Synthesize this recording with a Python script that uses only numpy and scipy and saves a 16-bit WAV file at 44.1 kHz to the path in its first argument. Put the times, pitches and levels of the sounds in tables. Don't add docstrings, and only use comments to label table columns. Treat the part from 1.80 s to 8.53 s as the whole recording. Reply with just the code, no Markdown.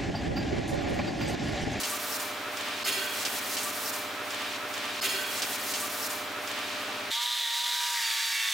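import sys
import numpy as np
from scipy import signal
from scipy.fft import rfft, irfft, next_fast_len
from scipy.io import wavfile
from scipy.ndimage import uniform_filter1d

SR = 44100
rng = np.random.default_rng(int(sys.argv[2]) if len(sys.argv) > 2 else 0)


def wav_out(sig):
    wavfile.write(sys.argv[1], SR, np.round(np.clip(np.atleast_2d(sig).T, -1, 1) * 32767).astype(np.int16))


def gain_from_decibels(decibels):
    exponent = np.asarray(decibels, float) / 20
    return 10 ** exponent


N = 296952

SHOP_START_S, FADE_IN_S = 3.20394, 0.012


def level(x, db):
    return x * gain_from_decibels(db) / np.sqrt(np.mean(x ** 2))


def colour(x, points):
    hz, db = np.transpose(points)
    size = next_fast_len(N)
    f = np.arange(size // 2 + 1) * SR / size + 1
    gain = gain_from_decibels(np.interp(np.log(f), np.log(hz), db))
    return irfft(rfft(x, size) * gain, size)[:N]


def walk(rate):
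    k = int(SR / rate)
    held = np.repeat(rng.standard_normal(N // k + 1), k)
    return 1.308 * uniform_filter1d(uniform_filter1d(held, k), k)[:N]


def tone(turns, db, wobble_db, rate):
    loudness = gain_from_decibels(db + wobble_db * walk(rate))
    return np.sqrt(2) * loudness * np.sin(2 * np.pi * (turns + rng.random()))


def grit(grain_db):
    return rng.standard_normal(N) * gain_from_decibels(grain_db * rng.exponential(size=N).clip(0, 3.5))


def ramp(s, length):
    return np.clip((np.arange(N) / SR - s) / length, 0, 1)


def fading(s, db, fall_db_s):
    rise_s = 0.0061
    return ramp(s, rise_s) * gain_from_decibels(db - fall_db_s * (np.arange(N) / SR - s).clip(0))


def compressor(turns):
    # (multiple, level [dB])
    crank_tones = [(4, -18), (5, -29), (7, -3.5), (8, -4.5), (9, -7), (10, -28), (11, -29), (12, -4),
                   (13, -11.5), (16, 3.5), (17, -4.5), (18, -2), (19, 4.5), (20, 3), (21, 6), (22, 1.5),
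                   (23, -23), (26, -12), (27, -5), (28, -7), (29, 6), (30, 2.5), (31, -19), (32, -37),
                   (33, 3.5), (34, -31)]
    throb = sum(tone(k * turns, db, 0.7, 3) for k, db in crank_tones)
    return level(throb, -48)


def motor_hum():
    # (pitch [Hz], level [dB])
    motor_tones = [(600, -48), (721.4, -59), (748.3, -59.5), (1184, -57), (1303, -54), (1421, -57),
                   (1836, -55), (2336, -53.5)]
    return sum(tone(np.cumsum(hz + 0.6 * walk(6)) / SR, db, 0.7, 9) for hz, db in motor_tones)


def shop_roar(turns):
    # (pitch [Hz], level [dB])
    roar_colour = [(24, -59), (40, -35), (93, -19.5), (174, -21.5), (266, -8.5), (496, -7.5), (591, -5.5),
                   (653, -4), (1280, -2.5), (1520, -3), (3840, -10.5), (7520, -27.5), (15500, -25.5)]
    pumping_db = 0.21 * walk(11) + 0.13 * np.cos(2 * np.pi * turns)
    roar = colour(rng.standard_normal(N), roar_colour) * gain_from_decibels(pumping_db)
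    return level(roar, -37.5)


def machines():
    crank_hz = 13.8
    turns = np.cumsum(crank_hz * (1 + 0.002 * walk(1.45))) / SR
    return compressor(turns) + motor_hum() + shop_roar(turns)


def rubbing():
    # (start [s], end [s], hiss level [dB], dig level [dB])
    strokes = [(3.202, 3.262, -37.5, -69), (3.282, 3.433, -41.5, -54), (3.45, 3.602, -38, -36),
               (3.606, 3.759, -36.5, -41), (3.77, 3.923, -37, -34.5), (3.937, 4.072, -37, -49),
               (4.082, 4.271, -36.5, -38), (4.275, 4.338, -38.5, -45), (4.61, 4.695, -47, -51),
               (4.99, 5.028, -50, -53), (5.14, 5.21, -55.5, -52)]
    # (time [s], level [dB], fall [dB/s], scrape share [dB], hiss share [dB])
    rattles = [
        (3.224, -31.5, 39, -9, -7.5),
        (3.5, -40.5, 5.5, -2.5, -9.5),
        (4.674, -40, 3.5, -8, -33),
        (4.7, -40, 46, -5.5, -20),
        (4.87, -48.5, 29, 1, -20),
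    ]
    # (pitch [Hz], level [dB])
    hiss_colour = [(1500, -20), (3000, -14), (6000, -2), (9000, 1), (12000, 1.5), (14500, 2), (15800, 1.5)]
    scrape_colour = [(2000, -44), (4000, -5.5), (5500, -4), (7500, -7), (10000, -14), (14000, -45)]
    rattle_colour = [(700, -43), (1400, -13), (2500, -4), (3600, -6.5), (5000, -13.5), (8000, -26)]
    attack_s, stop_s, dig_s = 0.016, 0.016, 0.045
    swell_db, drag_db = 4.5, -4.5

    t = np.arange(N) / SR
    fine = fading(4.345, -39.5, 112) ** 2
    coarse, far = gain_from_decibels(2 * drag_db) * fine, 0
    for start, end, hiss_db, dig_db in strokes:
        on = ramp(start, attack_s) * (1 - ramp(end, stop_s))
        stroke = (on * gain_from_decibels(hiss_db - swell_db * (1 - ramp(start, end - start)))) ** 2
        dig = (on * gain_from_decibels(dig_db) * np.exp(-((t - end + 0.01) / dig_s) ** 2)) ** 2
        fine = fine + stroke
        coarse = coarse + gain_from_decibels(2 * drag_db) * stroke + dig
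    for s, db, fall, scrape_db, hiss_db in rattles:
        spell = fading(s, db, fall) ** 2
        far = far + spell
        coarse = coarse + gain_from_decibels(2 * scrape_db) * spell
        fine = fine + gain_from_decibels(2 * hiss_db) * spell
    hiss = level(colour(grit(2.4), hiss_colour), 1.4) * np.sqrt(fine) * gain_from_decibels(0.7 * walk(40))
    scrape = level(colour(grit(1.6), scrape_colour), -2.1) * np.sqrt(coarse) * gain_from_decibels(0.71 * walk(40))
    rattle = level(colour(grit(2.2), rattle_colour), -0.68) * np.sqrt(far) * gain_from_decibels(0.7 * walk(25))
    return hiss + scrape + rattle


def cracks(blows, knock_ring):
    out = np.zeros(N)
    t = np.arange(int(SR / 2)) / SR
    for s, db, ring, hz, ratio, t60 in blows:
        ratio = max(ratio, 1.02)
        rise = np.minimum(t / 0.0017, 1)
        burst = rng.standard_normal(len(t)) * gain_from_decibels(db) * 1000 ** (-t / t60) * rise
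        burst = signal.lfilter(*signal.butter(2, [hz / ratio, hz * ratio], "band", fs=SR), burst)
        softer_db = -8 * (ring > knock_ring)
        out[int(s * SR):int(s * SR) + len(t)] += burst * gain_from_decibels(softer_db)
    return out


def ringing(blows):
    ring_hz = [390, 1530, 1570, 1950, 2434, 2766, 3136, 3320, 3835, 4380, 4800, 5114, 6717, 7017, 7445,
               8519, 9450, 10410, 10500, 12750]
    ring_t60_s = [0.84, 0.84, .7, .7, .9, .7, .4, 1.44, .4, 0.96, .4, 0.76, .9, .6, .7, .7, .35, .7, .55,
                  .55]
    # (partner split [Hz], level of the whole tone [dB])
    ring_partners = [(20.2, -2.5), (14.3, 1.5), (25.6, -1), (30.3, 0.5), (29.7, -2), (45, 0.5), (32.3, -4),
                     (41.8, 3.5), (30, -9), (52, 3.5), (25, -9), (61, 2.5), (48, 0), (30, -5), (50, -4),
                     (36, -7), (30, -7), (40, -3), (50, -6), (60, -6)]
    rise_s, side_db = 0.0053, -8
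    in_step_s = 3.255

    out = np.zeros(N)
    first = int(SHOP_START_S * SR)
    t = np.arange(first, first + SR) / SR
    for hz, t60, (split, db) in zip(ring_hz, ring_t60_s, ring_partners):
        feed = np.zeros(SR)
        for s, blow_db, ring, blow_hz, ratio, _ in blows:
            near = 1 / (1 + (np.log(hz / blow_hz) / np.log(max(ratio, 1.02))) ** 4)
            feed[min(int(s * SR) - first, SR - 1)] += near * (ring * gain_from_decibels(blow_db)) ** 2
        energy = signal.lfilter([1], [1, -1000 ** (-2 / (SR * t60))], feed)
        swing = np.sqrt(signal.lfilter([1], [1, -np.exp(-1 / (SR * rise_s))], energy))
        start = rng.random()
        beat = 0
        for shift, less_db in ((-0.5, side_db), (0, 0), (0.4, side_db)):
            turns = (hz + split * shift) * (t - in_step_s) + start
            beat = beat + gain_from_decibels(less_db) * np.sin(2 * np.pi * turns)
        flutter = gain_from_decibels(2 * walk(60)[:SR])
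        out[first:first + SR] += gain_from_decibels(-41.5 + db) * swing / swing.max() * beat * flutter
    return out


def steel():
    # (time [s], level [dB], ring share [ratio], crack pitch [Hz], spread [ratio])
    clang = [
        (3.207, -25, 2.6, 4600, 1.14),
        (3.218, -21, 1.25, 5500, 1.66),
        (3.238, -23.5, 1.6, 6500, 2.2),
        (3.262, -30, 0.9, 5000, 2.3),
        (3.29, -30.5, 2.5, 3970, 2.46),
        (3.31, -34, 4.1, 1580, 1.11),
        (3.375, -38, 6.1, 1500, 1.09),
        (3.222, -40, 1, 390, 1.21),
        (3.33, -40.5, 1, 390, 1.21),
        (3.622, -32, 2, 3320, 1.07),
    ]
    # (time [s], level [dB], crack pitch [Hz], spread
    # [ratio], 60 dB fall [s])
    knocks = [(3.619, -20.5, 3560, 1.92, 0.18), (3.935, -26, 4200, 2.1, 0.32),
              (3.934, -21, 2800, 1.17, 0.15), (3.945, -28.5, 5600, 1.25, .35), (4, -29, 8500, 1.3, 0.27),
              (3.745, -44, 2100, 0.99, 0.052), (4.3, -29, 5800, 1.6, 0.15), (2.8, -39, 6000, 1.2, 0.071),
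              (4.226, -22.5, 5350, 1.07, 0.15), (4.674, -26, 4500, 1.6, 0.038), (4.713, -29, 4600, 2, .035),
              (4.787, -31.5, 4800, 1.8, .04), (6.1, -39, 6140, 2.5, .04)]
    clang_t60_s, knock_ring = 0.069, 0.06
    blows = [(*row, clang_t60_s) for row in clang]
    blows += [(s, db, knock_ring, *rest) for s, db, *rest in knocks]
    return cracks(blows, knock_ring) + ringing(blows)


def belt():
    # (time [s], length [s], first pitch [Hz], last pitch [Hz], level [dB])
    squeals = [(3.614, 0.26, 1843, 1820, -49), (4.017, 0.05, 1160, 1175, -42),
               (4.141, 0.037, 1160, 1215, -46), (4.199, 0.067, 1169, 1207, -44.5),
               (4.304, .035, 1400, 1500, -48), (4.565, .035, 1420, 1436, -46),
               (5.083, .04, 1480, 1570, -48), (4.198, .08, 1300, 1327, -52),
               (4.234, 0.034, 1400, 1450, -48), (4.32, 0.061, 1310, 1300, -48),
               (4.467, 0.044, 1385, 1470, -50), (4.534, 0.084, 1288, 1350, -47),
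               (4.63, 0.037, 1307, 1345, -45), (4.99, 0.057, 1220, 1225, -49),
               (4.343, 0.11, 1300, 1307, -55.5), (4.527, 0.042, 1420, 1460, -54),
               (4.754, 0.084, 1179, 1185, -45.5), (5.09, 0.07, 1180, 1147, -50),
               (5.18, 0.05, 1140, 1180, -45)]
    out = np.zeros(N)
    for s, length, from_hz, to_hz, db in squeals:
        u = ramp(s, length)
        swell = np.sqrt(np.sin(np.pi * u).clip(0))
        turns = np.cumsum(from_hz + (to_hz - from_hz) * u) / SR
        out += swell * tone(turns, db, 1.5, 30)
    return out


def shop():
    return machines() + rubbing() + steel() + belt()


def curves(rows):
    s, *columns = np.transpose(rows)
    return [np.interp(np.arange(N) / SR, s, c) for c in columns]


def echo(x, t60):
    t = np.arange(int(t60 * SR)) / SR
    tail = rng.standard_normal(len(t)) * 1000 ** (-t / t60)
    return signal.oaconvolve(x, tail / np.sqrt(np.sum(tail ** 2)))[:N]


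def vane_whine(turns, shaft_hz, vane_db, tilt, lost):
    # (multiple, level [dB], added at full tilt [dB], added per lost speed [dB/Hz], wobble [dB])
    shaft_tones = [(.5, -106, 10.5, 0, 2), (1, -72.5, -9.5, -0.43, -0.5), (2, -71, 1.5, -0.45, 1.5),
                   (3, -65.5, -7, 0.26, 2), (5, -50, -1, -0.07, 3), (6, -58, -3, 0, 0), (7, -61.5, 8, 0, 2),
                   (8, -51.5, 3, 0.25, 2.5), (9, -52, 1, 0.19, 3.5), (10, -61.5, 8, 0.5, 3),
                   (12, -52.5, 8, 0, 3), (13, -53, 0, 0, 3), (16, -49, 2, 0, 3), (19, -57, 5, 0, 2),
                   (20, -50.5, 7, 0.04, 2.5)]
    whine = tone(4 * turns, vane_db, 1.2, 20)
    for k, db, a, b, wobble_db in shaft_tones:
        cup_db = 7.5 / (1 + ((k * shaft_hz - 4600) / 43) ** 4)
        whine = whine + tone(k * turns, db + a * tilt + b * lost + tilt * cup_db, wobble_db, 25)
    return whine


def bites(turns):
    count = N // 100
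    limp_db = 1.5 * (-1) ** np.arange(count)
    force = gain_from_decibels(1.3 * rng.standard_normal(count).clip(-2, 1) + limp_db)[turns.astype(int)]
    grain_turns = 0.22
    fresh = (0.29 + force * np.exp(-(turns % 1) / grain_turns)) * rng.standard_normal(N)
    alike = echo(np.diff(np.floor(turns), prepend=0) * force, 0.003)
    return level(alike, -15) + level(fresh, 0)


def wheel_rasp(turns, high_db, low_db, drone_db):
    # (pitch [Hz], level [dB])
    high_colour = [(300, -90), (2800, -22), (3500, -4), (3850, -0.5), (4150, -5.5), (4500, -16),
                   (5500, -36), (9000, -48)]
    low_colour = [(300, -85), (2200, -38), (2800, -12), (3300, -1), (3600, 1), (4000, -24), (6000, -52)]
    drone_colour = [(300, -90), (900, -50), (1400, -15), (1700, 2.5), (2000, 2.5), (2350, 0.5), (2700, -10),
                    (3300, -15), (6000, -50)]
    high = level(colour(bites(turns), high_colour), -0.61) * gain_from_decibels(high_db + 0.96 * walk(9.9))
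    low = level(colour(bites(turns), low_colour), -2.3) * gain_from_decibels(low_db + 0.5 * walk(11))
    drone = level(colour(bites(turns), drone_colour), -1.4) * gain_from_decibels(drone_db + 0.5 * walk(30))
    return high + low + drone


def exhaust_hiss(exhaust_db):
    # (pitch [Hz], level [dB])
    exhaust_colour = [(40, -75), (180, -65), (400, -27.5), (700, -16), (1500, -2.5), (4500, -0.5),
                      (6000, -0.5), (7000, -2.5), (8200, -3), (9000, -8), (11000, -6.5), (12200, -7.5),
                      (13200, -11.5), (15500, -11)]
    return level(colour(grit(1.1), exhaust_colour), 2.5) * gain_from_decibels(exhaust_db + 0.6 * walk(70))


def wheel_hops(turns):
    # (multiple of shaft speed, time [s], length [s], level [dB])
    hops = [(6.5, 6.05, .15, -49.5), (7, 6.1, .15, -50), (5.5, 6.25, .15, -56), (7.5, 6.33, .17, -46),
            (9.5, 6.3, .15, -53), (16.5, 5.95, .15, -46), (8, 5.7, .06, -44), (8, 6.65, 0.2, -41),
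            (9, 6.68, .1, -47), (10, 6.63, .12, -46), (16, 6.63, .12, -41.5), (17, 6.4, .15, -46),
            (3, 6.47, .2, -68)]
    t = np.arange(N) / SR
    return sum(tone(k * turns, db, 2.5, 30) * np.exp(-((t - s) / length) ** 2)
               for k, s, length, db in hops)


def bench_room(tilt):
    # (pitch [Hz], level [dB])
    room_colour = [(18, -72), (30, -45), (165, -29), (219, -17), (274, -24), (543, -9), (599, -4.5),
                   (850, -4), (1100, -27), (1870, -120)]
    return level(colour(rng.standard_normal(N), room_colour), -60.5) * gain_from_decibels(-7 * tilt)


def grinder():
    # (time [s], shaft speed [Hz], vane tone level [dB], wheel tilt [0-1], air flow level [dB])
    run = [(5.31, 224.6, -48, 0, 1), (5.362, 233.6, -43, 0, 1.5), (5.375, 235.7, -42, 0, -1.5),
           (5.42, 239.8, -41.5, 0.06, 1.5), (5.49, 241.5, -42, 0.23, -1.5), (5.6, 238.5, -45, 0, 0),
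           (5.67, 233.0, -44.5, 0, -0.5), (5.76, 236.6, -41, 0.1, 1), (5.81, 238.3, -44, 0.08, 0.5),
           (5.92, 239.7, -42.5, 0.14, 1.5), (6.064, 239.9, -38.5, 0.68, 0.5),
           (6.134, 238.4, -39.5, 0.86, 1), (6.252, 229.9, -43.5, 0.87, 0.5), (6.47, 230.1, -47.5, 0.9, 1),
           (6.62, 225.4, -52.5, 0.99, 0), (6.73, 223.2, -53, 1.05, 0.5)]
    # (level [dB], added at full tilt [dB], per lost speed [dB/Hz])
    rasp_levels = [(-32.5, -7, -0.19), (-37, -4, 0.36), (-44, 3.5, 0.3), (-38.5, 2.5, 0.0249)]
    free_hz = 240
    shaft_hz, vane_db, tilt, air_db = curves(run)
    lost = free_hz - shaft_hz
    high_db, low_db, drone_db, exhaust_db = (db + a * tilt + b * lost for db, a, b in rasp_levels)
    turns = np.cumsum(shaft_hz * (1 + 0.0006 * walk(40))) / SR
    whine = vane_whine(turns, shaft_hz, vane_db, tilt, lost)
    rasp = wheel_rasp(turns, high_db, low_db, drone_db)
    rasp = rasp + exhaust_hiss(exhaust_db + air_db) + wheel_hops(turns)
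    return whine + rasp + gain_from_decibels(-13.0) * echo(rasp, 0.36) + bench_room(tilt)


def spread(source, side_points):
    mid, side = source(), colour(source(), side_points)
    return np.array([mid + side, mid - side])


def scene():
    # (time [s], shop time that plays from there [s])
    splices = [
        (0, 3.90388),
        (1.0351, 3.20394),
        (2.7700, 4.50503),
        (3.20394, 3.20394),
    ]
    # (pitch [Hz], side minus mid [dB])
    shop_width = [(60, -32), (110, -35), (200, -23), (380, -15.5), (700, -13.5), (1290, -9.5), (2380, -8),
                  (4400, -7.5), (8120, -10), (15000, -14.5)]
    grinder_width = [(60, -19), (110, -17), (200, -33), (380, -25), (700, -20), (1290, -21), (2380, -14.5),
                     (4400, -15), (8120, -12), (15000, -15)]
    change_s = 5.3055
    t = np.arange(N) / SR
    loop = spread(shop, shop_width) * np.clip((t - SHOP_START_S) / FADE_IN_S, 0.1, 1)
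    starts, sources = np.transpose(splices)
    piece = np.searchsorted(starts, t, side="right") - 1
    jump = np.round((sources - starts)[piece] * SR).astype(int)
    looped = loop[:, np.minimum(np.arange(N) + jump, N - 1)]
    grinding = spread(grinder, grinder_width) * (0.5 + 0.5 * ramp(change_s, FADE_IN_S))
    return np.where(t < change_s, looped, grinding)


def top_cut(x):
    return signal.sosfilt(signal.butter(12, 15880, fs=SR, output="sos"), x)


def record(dry):
    # (pitch [Hz], left minus right [dB])
    lean = [(60, -1), (110, 0.0), (200, 1.5), (380, -1), (700, -0.5), (1290, -0.5), (2380, -0.5),
            (4400, -1.5), (8120, 0.0), (15000, 1)]
    half = np.array(lean) * [1, 0.5]
    pair = np.array([colour(dry[0], half), colour(dry[1], half * [1, -1])])
    top_hz = 15860
    pair = signal.sosfilt(signal.ellip(10, 0.2, 58, top_hz, fs=SR, output="sos"), pair)
    return top_cut(pair)


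dry = scene()
out = record(dry)
wav_out(out)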